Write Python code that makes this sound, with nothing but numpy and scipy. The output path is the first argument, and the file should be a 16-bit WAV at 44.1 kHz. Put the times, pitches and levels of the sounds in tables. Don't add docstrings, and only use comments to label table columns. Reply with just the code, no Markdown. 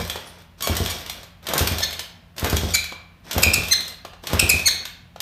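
import sys
import numpy as np
from scipy import signal
from scipy.io import wavfile

SR = 44100
rng = np.random.default_rng(int(sys.argv[2]) if len(sys.argv) > 2 else 0)


def int16_out(signal):
    q = np.round(np.clip(np.atleast_2d(signal).T, -1, 1) * 32767)
    wavfile.write(sys.argv[1], SR, q.astype(np.int16))


N = 230053
T = np.arange(N) / SR
EDGE_HZ = 15500


def amp(db):
    return 10 ** (np.asarray(db) / 20)


def evened(x):
    return x / np.sqrt(np.mean(x ** 2) + 1e-20)


def read(points, hz):
    point_hz, value = np.transpose(points)
    return np.interp(np.log(hz + 1), np.log(point_hz + 1), value)


def add(mix, start_s, sound):
    start = round(start_s * SR)
    sound = sound[max(-start, 0):]
    part = mix[max(start, 0):][:len(sound)]
    part += sound[:len(part)]


def coloured(x, points, size=2048):
    bin_hz = abs(np.fft.fftfreq(size, 1 / SR))
    log_gain = np.log(amp(read(points, bin_hz)))
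    spectrum = np.exp(np.conj(signal.hilbert(log_gain)))
    taps = np.fft.ifft(spectrum).real
    return signal.oaconvolve(x, taps[:size // 2])[:len(x)]


def wander(count, rate_hz):
    at = np.arange(count) * rate_hz * 2 / SR
    knots = rng.standard_normal(2048)
    return 1.2 * np.interp(at, np.arange(len(knots)), knots)


def turning():
    # foot presses in s, hardest push in s, engine stops in s, lever is home in s,
    # relative push level in dB, relative chain rattle level in dB.
    kicks = [(-.15, -0.028, 0.017, .42, -25.5, -35), (0.57, 0.709, 0.95, 1.247, -27.5, -34.5),
             (1.418, 1.557, 1.774, 2.03, -21.5, -36), (2.356, 2.467, 2.76, 2.788, -27, -35),
             (3.233, 3.381, 3.694, 3.94, -24, -35.5), (4.219, 4.344, 4.59, 4.86, -25, -35)]
    push_rise_db_per_s, push_fall_db_per_s = 167.5, 131
    coast_db, coast_fall_db_per_s = -34.5, 8
    take_up_s = 0.019
    spin_up_db_per_s, settle_db_per_s = 119, 160.5
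    return_grind_db, return_rattle_db, return_fall_db_per_s = -41, -45.5, 25
    grind, rattle = np.zeros(N), np.zeros(N)
    for press_s, hardest_s, stop_s, home_s, push_db, rattle_db in kicks:
        t = np.arange(press_s, home_s, 1 / SR)
        before_s = np.maximum(hardest_s - t, 0)
        after_s = np.maximum(t - hardest_s, 0)
        stopped_s = np.maximum(t - stop_s, 0)
        push = amp(push_db - push_rise_db_per_s * before_s - push_fall_db_per_s * after_s)
        spin = amp(-spin_up_db_per_s * before_s - settle_db_per_s * stopped_s)
        coast = spin * amp(coast_db - coast_fall_db_per_s * after_s)
        back = (t > stop_s) * amp(-return_fall_db_per_s * stopped_s)
        meshed = np.minimum((t - press_s) / take_up_s, 1)
        load = np.maximum(np.maximum(push, coast), amp(return_grind_db) * back)
        shake = np.maximum(amp(rattle_db) * spin, amp(return_rattle_db) * back)
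        add(grind, press_s, meshed * load)
        add(rattle, press_s, meshed * shake)
    return grind, rattle


def gears(grind_gain, rattle_gain, grind_db=-2, rattle_db=-3.0, teeth_hz=150, tooth_depth=0.11,
          ticks_per_s=900, spread_db=2.5, hiss=0.46):
    # frequency in Hz, relative level in dB per Hz.
    grind_spectrum = [(40, -14.5), (110, 4.5), (200, 2.5), (400, 1.5), (650, 4.5), (850, -1), (1500, -2),
                      (2500, -7), (4000, -17), (9000, -47)]
    rattle_spectrum = [(500, -11), (1800, -30), (3400, 9.5), (4400, 5), (5600, 9), (7000, -2.5), (9000, 1),
                       (10700, -16), (12300, -0.5), (13700, -2.5), (14800, -10), (16000, -36)]
    mesh_hz = teeth_hz * (1 + 0.19 * wander(N, 6.7))
    mesh = 1 + tooth_depth * np.sin(2 * np.pi * np.cumsum(mesh_hz) / SR)
    grind = coloured(rng.standard_normal(N) * mesh * amp(3.06 * wander(N, 45)), grind_spectrum)
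    sizes = amp(spread_db * np.minimum(rng.exponential(1, N), 4)) * rng.choice([-1, 1], N)
    ticks = evened(sizes * (rng.random(N) < ticks_per_s / SR))
    ticks = ticks + hiss * rng.standard_normal(N)
    rattle = coloured(ticks * mesh * amp(1.2 * wander(N, 50)), rattle_spectrum)
    return amp(grind_db) * grind_gain * evened(grind) + amp(rattle_db) * rattle_gain * evened(rattle)


def gulps(suck_db=2, suck_s=0.00056, puff_db=-12, puff_s=0.024, low_cut_hz=36):
    # start in s, relative level in dB.
    gulp_rows = [(-.012, -19.5), (0.6976, -16), (0.8043, -15.5), (1.6083, -14), (1.7148, -19.5),
                 (2.4289, -17.5), (2.5301, -12), (2.6347, -15), (3.3642, -15.5), (3.4648, -14.5),
                 (3.5823, -18.5), (4.3338, -15.5), (4.4278, -15), (4.5402, -19.5)]
    # mean frequency in Hz, relative level in dB, t60 in s, build-up time in s.
    air_modes = [(72.3, -1, 0.17, 0.00086), (56.8, -17, 0.83, 0.017), (91.2, -5, 0.31, 0.017),
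                 (80.2, -12.5, 0.69, 0.01), (113.4, -14, 0.48, 0.011), (171.8, -18, 0.44, 0.0021),
                 (221.4, -18, 0.29, 0.0037), (333, -17, 0.2, 0.0036), (383, -23.5, 0.57, 0.0033)]
    puff_spectrum = [(60, -7.5), (160, 0.5), (320, -2.5), (680, -6), (1100, -18.0), (5000, -32.5)]  # Hz, dB
    out, puffs, t = np.zeros(N), np.zeros(N), T[:SR * 2 // 5]
    lead_s = 1 / 500
    age_s = np.maximum(t - lead_s, 0)
    suck = -amp(suck_db) * np.exp(-((t - lead_s) / suck_s) ** 2)
    rings = [(hz, amp(level_db - 60 * age_s / t60_s) * (1 - np.exp(-age_s / rise_s)))
             for hz, level_db, t60_s, rise_s in air_modes]
    for start_s, db in gulp_rows:
        ring = sum(fade * np.sin(2 * np.pi * hz * rng.normal(1, 0.013) * age_s + np.pi / 8)
                   for hz, fade in rings)
        add(out, start_s - lead_s, amp(db) * (suck + ring))
        add(puffs, start_s, amp(db + puff_db) * np.exp(-t / puff_s))
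    air = evened(coloured(rng.standard_normal(N), puff_spectrum))
    low_cut = signal.butter(2, low_cut_hz, "high", fs=SR)
    return signal.lfilter(*low_cut, out + puffs * air)


def clacks(rattle_gain, level_db=1, ring_db=-26, chatter_db=-13, chatter_s=0.014, body_hz=1100,
           treble_hz=7000, rise_s=0.00068, tick_treble_db=2, tick_s=.0014):
    # start in s, relative level in dB, extra treble in dB.
    clicks = [(.098, -16, 0.5), (.607, -22.5, -4), (.6233, -20, 9), (0.767, -15, 4), (1.062, -26, -4),
              (1.0964, -19.5, 2), (1.468, -17.5, -4), (1.487, -21, 5), (1.579, -12, 8), (1.6722, -11, 1),
              (1.928, -21.5, 1), (1.993, -16.5, -1.5), (2.381, -20, -4), (2.395, -23.5, 7),
              (2.498, -22.5, 10.5), (2.567, -13.5, 0.5), (2.841, -22.5, 0.5), (3.311, -14.5, -4),
              (3.33, -23, 8), (3.422, -25, 14), (3.683, -24, 8), (3.806, -24.5, 3.5), (3.879, -26.5, 5),
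              (4.27, -18, 0), (4.853, -20, -2.5), (5.203, -16.5, 0)]
    knocks = [(0.076, -35, 10), (.157, -24, -4), (.672, -16.5, 5.5), (1.535, -17.5, 9), (1.804, -22, 4.5),
              (2.444, -20, 8), (2.529, -23.5, -9), (2.922, -30.5, -9), (3.38, -18, 7), (4.049, -29.5, -3),
              (4.133, -38, -28.5), (4.237, -32.5, -1.5), (4.332, -20, 5), (5.16, -36.5, -9)]
    # mean frequency in Hz, relative level in dB, t60 in s.
    steel_modes = [(2385, -8.5, 0.2), (3210, 5.5, 0.062), (3290, -2, 0.042), (3640, 4, 0.059),
                   (4100, 0.5, 0.043), (5560, 1, 0.07), (6800, -16.5, .04), (8300, -15, 0.062),
                   (12200, -4, 0.028), (13800, -17, 0.064)]
    # frequency in Hz, gain in dB.
    contact_spectrum = [(60, -19.5), (250, -10), (650, 0.5), (1300, -3), (2200, -3), (3500, 3),
                        (6000, -2.5), (8500, -5.5), (10700, -11), (13400, -1), (14800, -17), (16000, -18)]
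    click_body_db, click_s = -4, 0.0029
    knock_body_db, knock_s = 15.5, 0.0027
    ticks_per_s, tick_db, tick_spread_db = 36, 9, 7.5
    out, t = np.zeros(N), T[:SR // 12]
    low = signal.butter(2, body_hz, fs=SR)
    band = signal.butter(2, [body_hz, treble_hz], "band", fs=SR)
    high = signal.butter(2, treble_hz, "high", fs=SR)
    fades = [(hz, amp(mode_db + ring_db - 60 * t / t60_s)) for hz, mode_db, t60_s in steel_modes]
    ticking = (rng.random(N) < ticks_per_s / SR) & (rattle_gain > 0)
    tick_levels_db = 20 * np.log10(rattle_gain + 1e-9) + tick_db + tick_spread_db * rng.standard_normal(N)
    blows = [(*row, click_body_db, click_s) for row in clicks]
    blows += [(*row, knock_body_db, knock_s) for row in knocks]
    blows += [(start_s, db, tick_treble_db, 0, tick_s)
              for start_s, db in zip(T[ticking], tick_levels_db[ticking])]
    for start_s, db, treble_db, body_db, length_s in blows:
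        weight = np.sqrt(length_s / 0.0011)
        decay = np.exp(-t / length_s) + weight * amp(chatter_db) * np.exp(-t / chatter_s)
        force = rng.standard_normal((3, len(t))) * decay
        crack = amp(body_db) * signal.lfilter(*low, force[0])
        crack = crack + signal.lfilter(*band, force[1])
        crack = crack + amp(treble_db) * signal.lfilter(*high, force[2])
        ring = sum(fade * rng.uniform(-1.45, 1) * np.sin(2 * np.pi * hz * rng.normal(1, 0.018) * t)
                   for hz, fade in fades)
        add(out, start_s, amp(db + level_db) * (crack + weight * ring) * (1 - np.exp(-t / rise_s)))
    return coloured(out, contact_spectrum)


def squeaks(level_db=0.5, hold=.45, flat_start=0.0782, sag_curve=1.194, grip=0.13, swell_db=11, fade_db=20,
            upper_fall_db=-2.2, jitter=0.065, jitter_hz=600, flutter=0.68, end_rough=0.41, scrape_db=-6):
    # start in s, length in s, top pitch in Hz, share of the pitch lost at the end,
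    # base roughness 0-1, relative level in dB, extra level of the partials above the third in dB.
    squeak_rows = [(0.253, .054, 10040, 0.09, .25, -42, 0), (0.618, 0.052, 1129, 0.06, 0.17, -29, -1.5),
                   (0.895, 0.026, 1157, 0.05, 0.1, -31.5, 3), (1.819, .029, 1790, 0.074, 0.47, -20.5, -24),
                   (1.827, 0.02, 2185, .22, 0, -19, -26), (2.736, 0.025, 2334, 0.3347, 0.46, -13, -8.5),
                   (3.4293, 0.011, 2676, 0.22, 0.63, -8.5, -8), (3.533, 0.015, 2667, 0.36, 0.3, -11, -4),
                   (3.7085, .033, 2100, .3, 0.09, -12, -10.5), (4.392, 0.013, 2778, 0.25, 0.58, -10, -8.5),
                   (4.4905, .017, 2585, 0.31, 0, -9.5, -1), (4.654, 0.038, 2206, 0.31, 0.17, -12, -9)]
    # frequency in Hz, gain in dB.
    radiation = [(1100, -1), (1680, -3), (2130, -11), (2360, -2.5), (2650, -0.5), (3300, -3), (4350, 3),
                 (4800, -7.5), (5300, -2.5), (5850, -3.5), (6400, 1), (7400, -2.5), (8000, -3), (8700, 3.5),
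                 (10200, -5.5), (12000, 1), (15000, -3.5)]
    # frequency in Hz, relative level in dB per Hz.
    scrape_spectrum = [(500, -20.5), (1500, 2), (2400, -21), (3300, 3), (4200, 1), (5200, -11), (8000, -1),
                       (10700, -10), (13500, 3), (16000, -22)]
    out, sliding = np.zeros(N), np.zeros(N)
    for start_s, length_s, top_hz, sag, rough, db, upper_db in squeak_rows:
        count = int(length_s * SR)
        u = np.linspace(0, 1, count)
        slowing = np.maximum((u - hold) / (1 - hold), 0)
        climb = flat_start * np.maximum(1 - u / hold, 0) ** 2
        pitch_hz = top_hz * (1 - climb - sag * slowing ** sag_curve)
        unrest = rough + end_rough * slowing
        turns = np.cumsum(pitch_hz * (1 + jitter * unrest * wander(count, jitter_hz))) / SR
        partials_db = [0, 0, 0] + [upper_db + upper_fall_db * k * top_hz / 2000 for k in range(10)]
        tone = 0
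        for k, partial_db in enumerate(partials_db, 1):
            gain = amp(db + partial_db + read(radiation, k * pitch_hz))
            gain = gain * (1 + flutter * unrest * wander(count, jitter_hz))
            wave = np.sin(2 * np.pi * (k * turns + rng.random()))
            tone = tone + gain * wave * (k * top_hz < EDGE_HZ)
        loss_db = np.maximum(swell_db * (1 - 2 * u), fade_db * (u - .5))
        pressure = amp(level_db - loss_db) * np.minimum(np.minimum(u, 1 - u) / grip, 1)
        add(out, start_s, tone * pressure)
        add(sliding, start_s, np.std(tone) * pressure * (rough + slowing))
    scrape = evened(coloured(rng.standard_normal(N), scrape_spectrum))
    return out + amp(scrape_db) * sliding * scrape


def garage(x, first_s=0.0055, early_db=3.5, early_s=0.15):
    # frequency in Hz, t60 in s ahead of the early emphasis.
    room_t60 = [(80, 0.24), (260, 0.08), (700, 1.1), (2000, 0.6553), (4500, 0.5), (8000, 0.37),
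                (13000, 0.35)]
    # frequency in Hz, relative level of the reverberation in dB.
    room_wet = [(30, -6.5), (70, -4), (200, 1), (700, -2.5), (2500, 4.5), (5000, 0.5), (8000, -1.5),
                (14000, -0.5)]
    hz, t, z = signal.stft(rng.standard_normal(SR), SR, nperseg=256)
    t60_s = read(room_t60, hz)[:, None]
    decay = amp(read(room_wet, hz)[:, None] - 60 * t / t60_s)
    z *= decay * np.sqrt(2 * np.log(1000) / (t60_s * SR))
    tail = signal.istft(z, SR, nperseg=256)[1][:SR]
    early = amp(early_db * (np.exp(-T[:SR] / early_s) - 1.5))
    tail *= (T[:SR] > first_s) * early
    return signal.fftconvolve(x, tail)[:N]


def background(floor_db=-52):
    # mean frequency in Hz, rms level in dB.
    hum_tones = [(86.1, -55.5), (172.3, -57.5), (242.2, -70)]
    # frequency in Hz, relative level in dB per Hz.
    floor_spectrum = [(20, -33.5), (36, -10), (52, 2), (75, -8.5), (115, -4.5), (200, -11.5), (400, -23.5),
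                      (1000, -25), (3000, -28), (8000, -44.5), (15000, -42)]
    hum = sum(amp(db) * np.sqrt(2) * np.sin(2 * np.pi * hz * T + 0.24 * wander(N, 2)) for hz, db in hum_tones)
    rumble = evened(coloured(rng.standard_normal(N), floor_spectrum, size=8192))
    return hum + amp(floor_db) * rumble


def scene(squeak_wet_db=-4, casing_db=-1):
    # frequency in Hz, gain of the casing in dB.
    casing_spectrum = [(1000, -24.5), (2000, -5.5), (2450, 8.5), (2750, -5), (3100, -1), (3600, 1),
                       (4100, 3), (4700, -12), (8000, -8.5), (15000, -19.5)]
    grind_gain, rattle_gain = turning()
    floor, squeak = background(), squeaks()
    engine = gulps() + gears(grind_gain, rattle_gain) + clacks(rattle_gain)
    walls = garage(engine + amp(squeak_wet_db) * squeak)
    walls = walls + amp(casing_db) * garage(coloured(squeak, casing_spectrum))
    return (engine + squeak + walls + floor)[None]


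def record(dry):
    taps = signal.firwin(255, EDGE_HZ, window=("kaiser", 8), fs=SR)
    return signal.oaconvolve(np.clip(dry, -1, 1), taps[None], "same")


dry = scene()
out = record(dry)
int16_out(out)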